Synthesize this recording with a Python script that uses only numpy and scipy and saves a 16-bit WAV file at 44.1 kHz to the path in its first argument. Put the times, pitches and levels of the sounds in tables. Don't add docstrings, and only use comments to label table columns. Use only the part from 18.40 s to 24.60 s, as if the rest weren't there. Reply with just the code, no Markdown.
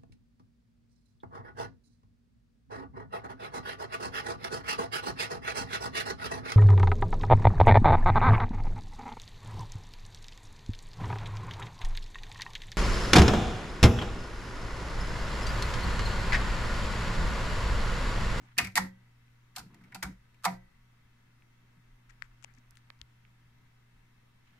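import sys
import numpy as np
from scipy import signal
from scipy.fft import rfft, irfft
from scipy.io import wavfile
from scipy.ndimage import uniform_filter1d

SR = 44100
rng = np.random.default_rng(int(sys.argv[2]) if len(sys.argv) > 2 else 0)


def digitize_waveform(pressure):
    field = np.atleast_2d(pressure).T
    bounded = np.clip(field, -1, 1)
    quanta = np.round(bounded * 32767).astype(np.int16)
    wavfile.write(sys.argv[1], SR, quanta)


def elevation(decibels):
    levels = np.asarray(decibels, float)
    return 10 ** (levels / 20)


N = 273243
T = np.arange(N) / SR
WIDEST_PAN_DB = 24


def evened(x):
    return x / np.sqrt(np.mean(x ** 2) + 1e-20)


def read(points, hz):
    f, value = np.transpose(points)
    return np.interp(np.log(hz + 1), np.log(f + 1), value)


def sides(pan_db):
    return elevation(np.array([[.5], [-.5]]) * pan_db)


def add(mix, s, sound, pan_db):
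    part = mix[:, round(s * SR):][:, :sound.shape[-1]]
    part += sides(pan_db) * sound[..., :part.shape[1]]


def band(x, lo_hz, hi_hz):
    return signal.sosfilt(signal.butter(2, [lo_hz, hi_hz], "bandpass", fs=SR, output="sos"), x)


def arch(s, length):
    return np.sin(np.pi * np.clip((T - s) / length, 0, 1))


# pitch_hz, level_db_per_hz
HISS_SPECTRUM = [(20, -30.5), (65, -13.5), (100, -19), (150, -16), (241, -19.5), (319, -25.5), (560, -29.5),
                 (949, -27.5), (1960, -25.5), (2900, -31.5), (4670, -38.5), (6000, -39), (7500, -43),
                 (14300, -46), (16000, -47)]
# pitch_hz, likeness (-1 to 1)
HISS_LIKENESS = [(60, .9), (200, .8), (330, .5), (560, -.5), (800, -.33), (1350, .46), (2600, -.2),
                 (4000, 0)]
# pitch_hz, left_right_db
HISS_LEAN = [(60, 5.5), (180, 0.5), (550, 1.5), (1650, 1.5), (4970, 2), (15000, -2)]
HISS_DB, RIPPLE_DB, PATCH_DB = -72, 1.2, 0.89


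def hiss():
    frames, hz = N // 512 + 5, np.fft.rfftfreq(2048, 1 / SR)
    a, b, c, d, patches = rng.standard_normal((frames, 1025, 5)).T
    patches = evened(uniform_filter1d(uniform_filter1d(patches, size=20, axis=0), size=8, axis=1))
    ripple = evened(uniform_filter1d(rng.standard_normal(1025), size=4)) * (hz > 700)
    level_db = (read(HISS_SPECTRUM, hz) + RIPPLE_DB * ripple)[:, None] + PATCH_DB * patches
    likeness = read(HISS_LIKENESS, hz)[:, None]
    lean = elevation(read(HISS_LEAN, hz) / 2)[:, None]
    left = a + 1j * b
    right = likeness * left + np.sqrt(1 - likeness ** 2) * (c + 1j * d)
    z = np.array([left * lean, right / lean]) * elevation(level_db)
    x = signal.istft(z, nperseg=2048, noverlap=1536)[1][:, :N]
    return elevation(HISS_DB) * x / np.std(band(x.mean(0), 170, 22000))


# time_s, level_db
HUM_FADE = [
    (0, -64),
    (4.2, -65.5),
    (6.2, -67),
]
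# multiple of the hum pitch, level_db
OVERTONES = [(.5, -14), (1.5, -18.5), (2, -15), (2.5, -34.5)]
# pitch_hz, level_db
MOTOR_WHINE = [(781, -94.5), (937, -88.5), (1289, -89.5), (1464, -95), (1739, -90.5), (2040, -90.5),
               (2374, -100), (2632, -92.5)]
HUM_HZ = 119.97
BEAT_RAD_PER_S, BEAT_TOP_S, BEAT_DB = 1.44, .1, -11.5


def hum():
    turn = 2 * np.pi * HUM_HZ * T
    buzz = np.sin(turn) + elevation(BEAT_DB) * np.sin(turn - BEAT_RAD_PER_S * (T - BEAT_TOP_S))
    for multiple, db in OVERTONES:
        buzz += elevation(db) * np.sin(2 * np.pi * (multiple * HUM_HZ * T + rng.random()))
    whine = sum(elevation(db) * np.sin(2 * np.pi * (hz * T + rng.random())) for hz, db in MOTOR_WHINE)
    fade = elevation(np.interp(T, *np.transpose(HUM_FADE)))
    return np.sqrt(2) * (fade * buzz + whine)


# pitch_hz, t60_s
ROOM_DECAY = [(200, 1), (700, 0.27), (1200, 0.2), (1900, 0.33), (3000, 0.24), (6000, 0.28), (10000, 0.23),
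              (14000, 0.37)]
# pitch_hz, level_db
ROOM_TONE = [(700, -1.5), (1200, 2.5), (1900, -1), (3000, 0), (6000, -2), (10000, -2), (14000, -7.5)]
ROOM_HOLD_S, ROOM_CUT_DB_PER_S = 0.098, 200
ROOM_SWAP_S = .03


def room(x):
    taps = np.zeros((3, 2, SR // 2))
    starts = np.arange(130, SR // 2 - 20, 20)
    at = starts + rng.integers(0, 20, (3, 2, len(starts)))
    np.put_along_axis(taps, at, rng.choice([-1., 1.], at.shape), 2)
    hz, t, z = signal.stft(taps, SR, nperseg=256)
    fall_db = -60 * t / read(ROOM_DECAY, hz)[:, None] - ROOM_CUT_DB_PER_S * np.maximum(t - ROOM_HOLD_S, 0)
    gain = elevation(fall_db + read(ROOM_TONE, hz)[:, None])
    tails = signal.istft(z / (abs(z) + 1e-9) * gain, SR, nperseg=256)[1]
    thirds = np.arange(3)[:, None, None] / 3
    turns = np.sqrt(2 / 3) * np.cos(np.pi * (T / ROOM_SWAP_S + thirds))
    return signal.oaconvolve(turns * x, tails / np.linalg.norm(tails[0, 0]), axes=2)[..., :N].sum(0)


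# start_s, length_s, peak_db, pitch_hz
JOLTS = [(0.153, 0.11, -63.5, 30), (0.347, 0.21, -60, 30.08), (1.574, 0.32, -56, 48.4),
         (2.094, 0.25, -57, 30.2), (2.306, 0.19, -60.5, 29.86), (3.426, 0.19, -54.5, 26.45),
         (3.635, 0.16, -57, 30.3), (3.759, 0.15, -57, 29.9), (3.854, 0.14, -54.5, 29.5),
         (4.064, 0.15, -62, 30.4), (4.22, 0.13, -58, 29.9), (4.581, 0.064, -57, 50.3),
         (5.489, 0.18, -57.5, 30.1)]
RUMBLE_DB = -73


def hand_jolts():
    lumps = elevation(RUMBLE_DB) * evened(band(band(rng.standard_normal(N), 8.5, 45), 9.2, 40))
    for s, length, db, hz in JOLTS:
        lumps += elevation(db) * arch(s, length) ** 2 * np.sin(2 * np.pi * hz * (T - s))
    return lumps


# start_s, length_s, level_db, pitch_hz
RUSTLES = [
    (0, 0.14, -60.5, 1900),
    (1.297, 0.3, -66, 1780),
    (3.6, 0.974, -71, 1895),
    (6.018, 0.5, -68, 2480),
]


def sliding():
    grain_db = 2.9 * rng.standard_normal(N // 200 + 1).repeat(200)[:N]
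    grit = rng.standard_normal((2, N)) * elevation(grain_db)
    out = np.zeros((2, N))
    for s, length, db, hz in RUSTLES:
        swell = np.minimum(3 * arch(s, length), 1)
        out += elevation(db - 6) * swell * evened(band(grit, 0.44 * hz, 1.3 * hz))
    return out


# start_s, length_s, level_db, pitch_hz, bright_part_db
RUBS = [
    (.005, 0.077, -75.5, 750, -6.5),
    (3.691, 0.023, -61, 1674, -9.5),
    (3.71, 0.041, -77, 2000, -16),
    (3.811, 0.061, -68, 1610, -12),
    (4.064, 0.064, -71, 1770, -22),
    (4.171, 0.016, -70.5, 1800, -14),
]
RUB_HIGH_HZ = (4300, 7500)


def rubs():
    out = np.zeros((2, N))
    for s, length, db, hz, high_db in RUBS:
        grit = rng.standard_normal((2, round(length * SR)))
        rub = evened(band(grit, 0.79 * hz, 1.28 * hz)) + elevation(high_db) * evened(band(grit, *RUB_HIGH_HZ))
        add(out, s, elevation(db) * rub * signal.windows.tukey(grit.shape[1], .6), pan_db=14.5)
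    return out


# start_s, peak_db, pitch_hz, left_right_db
TICKS = [(0.881, -58.5, 2400, 11), (3.023, -60, 2057, -11), (3.8222, -30.5, 1850, 19),
         (3.844, -64, 2490, 24), (3.915, -62, 1400, 18), (4.026, -59.5, 1410, 21), (4.033, -54, 2490, 16.5),
         (4.041, -55, 2760, 20), (4.0454, -42, 2470, 22.5), (4.0441, -43.5, 875, 10.5),
         (4.0445, -53, 565, 5), (4.612, -55, 331, 0.5), (3.822, -60, 544, 8), (4.502, -52, 550, -3.5),
         (4.6148, -53, 3520, 20), (3.8225, -49, 2920, 20), (4.181, -66, 2000, 8.5), (4.355, -58, 2900, 20),
         (4.372, -50, 1960, 8.5), (4.5016, -45.5, 1240, -8), (4.5024, -46.5, 4000, 25),
         (4.6166, -62, 3200, 9), (4.6147, -47, 2110, 21), (4.851, -53.5, 2300, -14)]
SWAP_PAN_DB, SWAP_HZ = 8.5, 610


def ticks():
    out, t = np.zeros((2, N)), np.arange(SR // 40) / SR
    for s, db, hz, pan_db in TICKS:
        ring = hz * t * elevation(-14 * hz * t) * np.sin(2 * np.pi * hz * t)
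        ring = band(ring, 0.54 * hz, 1.36 * hz)
        far = -1 if pan_db > SWAP_PAN_DB or hz < SWAP_HZ else 1
        tick = elevation(db) * ring / abs(ring).max() * np.array([[1], [far]])
        add(out, s, tick, min(pan_db, WIDEST_PAN_DB))
    return out


# start_s, peak_db, pitch_hz, left_right_db
SPARKS = [(3.022, -54, 3000, 4), (3.8224, -44.5, 5400, 24), (3.822, -48.5, 9000, 24),
          (4.026, -56, 9000, 23), (4.026, -60, 3800, 18), (4.033, -54, 9060, 20), (4.041, -46, 9100, 24),
          (4.0455, -41, 8040, 24), (4.0455, -47, 4800, 26), (4.041, -56, 5260, 24), (4.03, -64, 9000, 20),
          (4.139, -59, 7500, 16), (4.149, -60, 7500, 17), (4.151, -62, 7500, 19), (4.166, -62, 7020, 4),
          (4.185, -57, 7500, 15), (4.187, -61, 6980, 10), (4.195, -61, 7500, 4), (4.3085, -48.5, 7600, -5),
          (4.309, -50.5, 13000, -21), (4.354, -60, 10000, 12), (4.356, -59, 7450, 18), (4.36, -64, 9400, 4),
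          (4.3595, -57, 14000, 0), (4.371, -49.5, 5040, 12.5), (4.371, -53.5, 10000, 15),
          (4.375, -58, 9500, 10), (4.378, -57, 9600, 10), (4.382, -63, 5450, 10), (4.388, -65, 9500, 8),
          (4.388, -62, 5500, 8), (4.5035, -41, 2700, -10), (4.5026, -55, 11100, -14), (4.591, -59, 6600, 5),
          (4.615, -40, 4640, 24), (4.6148, -42, 9400, 25), (4.617, -57, 13020, 0), (4.8513, -61, 3770, -17)]


def sparks():
    out, t = np.zeros((2, N)), np.arange(SR // 40) / SR
    for s, db, hz, pan_db in SPARKS:
        click = (t == 0) + 0.32 * rng.standard_normal((2, len(t)))
        spark = band(click * elevation(-60 * t / 0.00059), 0.61 * hz, min(1.56 * hz, 16000))
        spark = band(spark, 0.56 * hz, min(0.95 * hz, 16100))
        add(out, s, elevation(db) * spark / abs(spark).max(), min(pan_db, WIDEST_PAN_DB))
    return out


# start_s, level_db, hold_s
GRUMBLES = [
    (0, -62, 0.039),
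    (0.174, -43.5, 0.061),
    (0.342, -51.5, 0.12),
    (1.18, -57, 0.079),
    (1.292, -63.5, 0.25),
    (1.547, -54.5, 0.0091),
    (1.624, -49, 0.072),
    (2.056, -52, 0.073),
]
GRUMBLE_RISE_S, GRUMBLE_T60_S = 0.011, 0.15


def grumble():
    pressed = np.zeros(N)
    for s, db, hold in GRUMBLES:
        fall_db = -60 * np.maximum(T - s - hold, 0) / GRUMBLE_T60_S
        pressed += np.clip((T - s) / GRUMBLE_RISE_S, 0, 1) * elevation(db + fall_db)
    grind = rng.standard_normal(N) + 0.21 * rng.standard_normal((2, N))
    return evened(band(band(grind, 73, 230), 120, 520)) * pressed


# start_s, level_db, pitch_hz, t60_s
BOOMS = [(0.188, -47.5, 188.7, 0.2), (0.203, -49.5, 116, 0.46), (.214, -39, 72.4, 0.15),
         (.24, -44, 189.4, 0.26), (.274, -35, 106.4, 0.099), (0.3786, -34, 187.6, 0.33),
         (0.383, -47.5, 51.58, 0.19), (0.391, -49, 98, .3), (0.39, -51.5, 250.7, 0.22),
         (1.191, -52, 67.2, 0.15), (1.199, -55, 187, 0.12), (1.255, -37, 184, 0.069), (1.4, -60, 185, 0.4),
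         (1.561, -46.5, 185.4, 0.2), (1.64, -36, 62.7, 0.14), (1.648, -38, 187.8, 0.21),
         (1.65, -63.5, 118, 0.27), (2.062, -35.5, 184.2, 0.29), (2.071, -50.5, 99, 0.19),
         (2.101, -60.5, 122.6, 1), (3.365, -49, 163.5, 0.079), (4.177, -39.5, 250, 0.032),
         (4.61, -33, 64.3, 0.043)]
BOOM_RISE_S, BOOM_LEAD_RAD = 0.015, .28


def booms():
    out, t = np.zeros((2, N)), np.arange(SR // 2) / SR
    lead = np.array([[BOOM_LEAD_RAD], [0]])
    for s, db, hz, t60 in BOOMS:
        swell = (1 - np.exp(-t / BOOM_RISE_S)) ** 2 * elevation(db + 9.5 - 60 * t / t60)
        add(out, s, swell * np.sin(2 * np.pi * hz * t + lead), 0)
    return out


# start_s, level_db
BLOWS = [
    (0.188, -53),
    (.272, -68),
    (.358, -59),
    (0.379, -46.5),
    (1.18, -71),
    (1.548, -83),
    (1.627, -57.5),
    (2.056, -46.5),
]
# pitch_hz, level_db, t60_s
PLATES = [(355.5, -5.5, 0.4), (484, 9, 0.17), (529.7, 4.5, 0.37), (530, 9, 0.09), (650, 0.5, .12)]
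# pitch_hz, level_db, t60_s
SPRINGS = [(906, -10.5, .45), (1566, -13, 0.55), (1532, -15, .4), (1641.6, -15, .3), (1759, -13.5, .25),
           (1985, -15, 0.52), (1960, -12, 0.83), (2150, -12, .25)]
CHASSIS_RISE_S = 0.0071
ROCKING_HZ, ROCKING_TURN = (430, 610), .45


def chassis():
    out, t = np.zeros((2, N)), np.arange(SR // 2) / SR
    hz, db, t60 = np.transpose(PLATES + SPRINGS)[:, :, None]
    fade = elevation(db - 60 * t / np.clip(t60, .05, .8))
    for s, blow_db in BLOWS:
        phase = rng.random(hz.shape) + hz / 9000 * rng.standard_normal((2, len(hz), 1))
        phase[1] += ROCKING_TURN * (hz > ROCKING_HZ[0]) * (hz < ROCKING_HZ[1])
        ring = (fade * np.sin(2 * np.pi * (hz * t + phase))).sum(1)
        add(out, s, elevation(blow_db) * (1 - np.exp(-t / CHASSIS_RISE_S)) * ring, 0)
    return out


# pitch_hz, level_db, t60_s
PANEL = [(466, -4, .15), (696, 0.5, 0.13), (772, 3, 0.11), (920, -5.5, 0.034), (967, -0.5, 0.13),
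         (1225.6, -6.5, 0.13), (1378, -1, 0.074), (1560, -14.5, 0.15), (1620, -5, 0.013), (1800, -3, 0.057),
         (2030, -6, 0.05), (2160, -5.5, 0.074), (2400, -7.5, 0.03), (2700, -30, .03)]
# pitch_hz, level_db, t60_s
RATTLE = [(874, -9, 0.077), (1910, -9, 0.083)]
DETUNE = .004
SIDEWAYS_HZ, SIDEWAYS_TURN = 600, .38
KNOCK_LAG_S = .00008


def panel_ring(top_hz, t):
    hz, db, t60 = np.transpose(PANEL)[:, :, None]
    near_db = -12.5 * abs(np.log2(hz / top_hz))
    apart_turn = (0.021 + (hz / 5200) ** 2) * rng.standard_normal((2, len(hz), 1))
    phase = rng.random(hz.shape) + apart_turn
    phase[1] += SIDEWAYS_TURN * (hz < SIDEWAYS_HZ)
    tuned = hz * (1 + DETUNE * rng.standard_normal(hz.shape))
    modes = elevation(db + near_db - 60 * t / t60) * np.sin(2 * np.pi * (tuned * t + phase))
    ring = modes.sum(1)
    both, apart = rng.standard_normal(len(t)), rng.standard_normal((2, len(t)))
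    for mid_hz, loose_db, loose_t60 in RATTLE:
        loose = band(both + mid_hz / 2500 * apart, 1.1 * mid_hz, 1.22 * mid_hz)
        loose = band(loose, 0.64 * mid_hz, 1.25 * mid_hz)
        far_db = -9.5 * abs(np.log2(mid_hz / top_hz))
        ring = ring + elevation(loose_db + far_db - 60 * t / loose_t60) * evened(loose)
    late = t - np.array([[0], [KNOCK_LAG_S]])
    knock = 6.8 * elevation(-60 * t / 0.0081) * np.sin(2 * np.pi * (top_hz * late + phase[0, -1]))
    return ring + knock


# start_s, panel_peak_db, snap_db, strongest_panel_hz, chatter_t60_s
LATCHES = [(0.1834, -11, -19.5, 2430, 0.027), (.188, -9.5, -24, 1890, 0.019),
           (0.2, -23, -35.5, 1740, 0.022), (0.2708, -26, -42, 2250, 0.025), (.355, -16, -23, 1987, 0.031),
           (.376, -8.5, -34.5, 1880, 0.026), (.381, -24.5, -48, 1855, 0.024),
           (1.1617, -33.5, -37, 4200, 0.03), (1.182, -31, -38, 1480, 0.037),
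           (1.344, -51, -58.5, 1830, 0.03), (1.546, -33, -40, 2370, 0.06),
           (1.628, -23.5, -30.5, 1350, 0.037), (1.634, -24, -35.5, 1626, 0.031),
           (1.943, -52, -70, 2650, 0.034), (2.025, -54, -67, 1340, 0.044), (2.042, -19.5, -37, 1200, 0.086),
           (2.0501, -25.5, -25.5, 1614, 0.056), (2.0538, -12.5, -28.5, 1960, 0.02),
           (2.0542, -11.5, -32, 865, 0.022), (2.06, -25, -58, 1200, 0.046)]
# start_s, panel_peak_db, snap_db, strongest_panel_hz, chatter_t60_s
LEVERS = [(0.167, -35.5, -66.5, 1880, 0.046), (0.1784, -28, -28.5, 1530, 0.03),
          (0.22, -45.5, -46.5, 1300, 0.022), (.238, -27.5, -53, 2280, 0.11),
          (0.245, -34, -40.5, 2000, 0.03), (.36, -15, -30, 1933, 0.09), (.372, -18.5, -26, 1300, .042),
          (0.3764, -12.5, -61, 850, .022), (1.152, -47.5, -63, 1770, 0.034), (1.165, -34.5, -50, 853, 0.07),
          (1.19, -39, -44.5, 1400, 0.033), (1.3, -54, -84, 950, .06), (1.334, -54, -84, 930, 0.064),
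          (1.409, -54, -75, 1410, 0.06), (1.435, -48, -69, 1900, 0.058), (1.52, -35, -65, 1830, 0.032),
          (1.548, -34.5, -49, 770, 0.023), (1.558, -31, -63, 1460, 0.0089),
          (1.624, -20.5, -46, 1800, 0.035), (1.646, -41.5, -54, 920, 0.076),
          (2.035, -42.5, -51, 1410, 0.022), (0.183, -20, -67.5, 2980, 0.066), (0.184, -12, -71, 4600, .03),
          (0.199, -29.5, -69, 1230, 0.031), (2.053, -27, -43, 1900, .03), (.356, -24, -68, 770, .06),
          (0.211, -30, -40.5, 1400, .02), (.32, -52.5, -61, 2200, .015), (1.638, -43, -59, 1000, .05),
          (1.648, -33, -55, 1400, .03), (1.198, -39, -61, 1300, .03), (2.068, -26.5, -58, 2058, .09),
          (.392, -30, -55, 2130, .09), (1.161, -42, -37.5, 1296, .03), (0.193, -19.5, -40, 1442, 0.041),
          (1.55, -36, -63, 781, .04), (.366, -17, -47, 901.3, .06), (.368, -15, -52, 1905, .06),
          (1.166, -35.5, -62, 896, 0.062), (1.63, -29.5, -58, 1148, 0.056)]
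# pitch_hz, level_db_per_hz
SNAP_COLOUR = [(1470, -20.5), (2500, -3.5), (2880, -7.5), (4620, -1.5), (6110, -5.5), (7530, -6),
               (11000, -10.5), (14700, -16), (15400, -21.5), (16000, -46)]
# pitch_hz, left_right_db
DECK_LEAN = [(600, -1), (950, -4), (1250, 0), (1900, -5), (2500, 7), (4600, -1), (8000, 2), (12000, -9)]
LATCH_RISE_S, LEVER_RISE_S = 0.00023, 0.005


def strikes():
    out, t = np.zeros((2, N)), np.arange(SR // 4) / SR
    bins = np.fft.rfftfreq(len(t), 1 / SR)
    lean = sides(read(DECK_LEAN, bins))
    colour = elevation(read(SNAP_COLOUR, bins))
    colour = colour / np.sqrt(np.mean(colour ** 2))
    ending = np.clip(20 * (t[-1] - t), 0, 1) ** 2
    rows = [(*row, LATCH_RISE_S) for row in LATCHES] + [(*row, LEVER_RISE_S) for row in LEVERS]
    for s, panel_db, snap_db, top_hz, chatter, rise in rows:
        fade = elevation(-60 * t / chatter) * (1 - np.exp(-t / rise))
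        fade = fade / fade.max()
        shake, left, right = rng.standard_normal((3, len(t))) * fade
        push = abs(shake) - 0.49 * fade
        panel = signal.fftconvolve(push[None], panel_ring(top_hz, t), axes=1)[:, :len(t)]
        panel = band(band(panel, 610, 2700), 640, 5500)
        panel = elevation(panel_db - 6.5) * panel / abs(panel).max()
        snap = elevation(snap_db - 1.5) * rfft([left, right]) * colour
        add(out, s, irfft((rfft(panel) + snap) * lean, len(t)) * ending, 0)
    return out


def scene():
    background = hiss() + hum()
    camera = hand_jolts() + sliding() + rubs() + ticks() + sparks()
    deck = strikes()
    echoes = room(elevation(-13) * deck)
    return background + echoes + camera + grumble() + booms() + chassis() + deck


def top_cut(x):
    return signal.sosfilt(signal.butter(12, 16320, fs=SR, output="sos"), x)


def record(dry):
    lowpass = signal.firwin(255, 15700, window=("kaiser", 8), fs=SR)
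    limited = signal.oaconvolve(dry, lowpass[None], "same")
    return top_cut(limited - .0003)


dry = scene()
out = record(dry)
digitize_waveform(out)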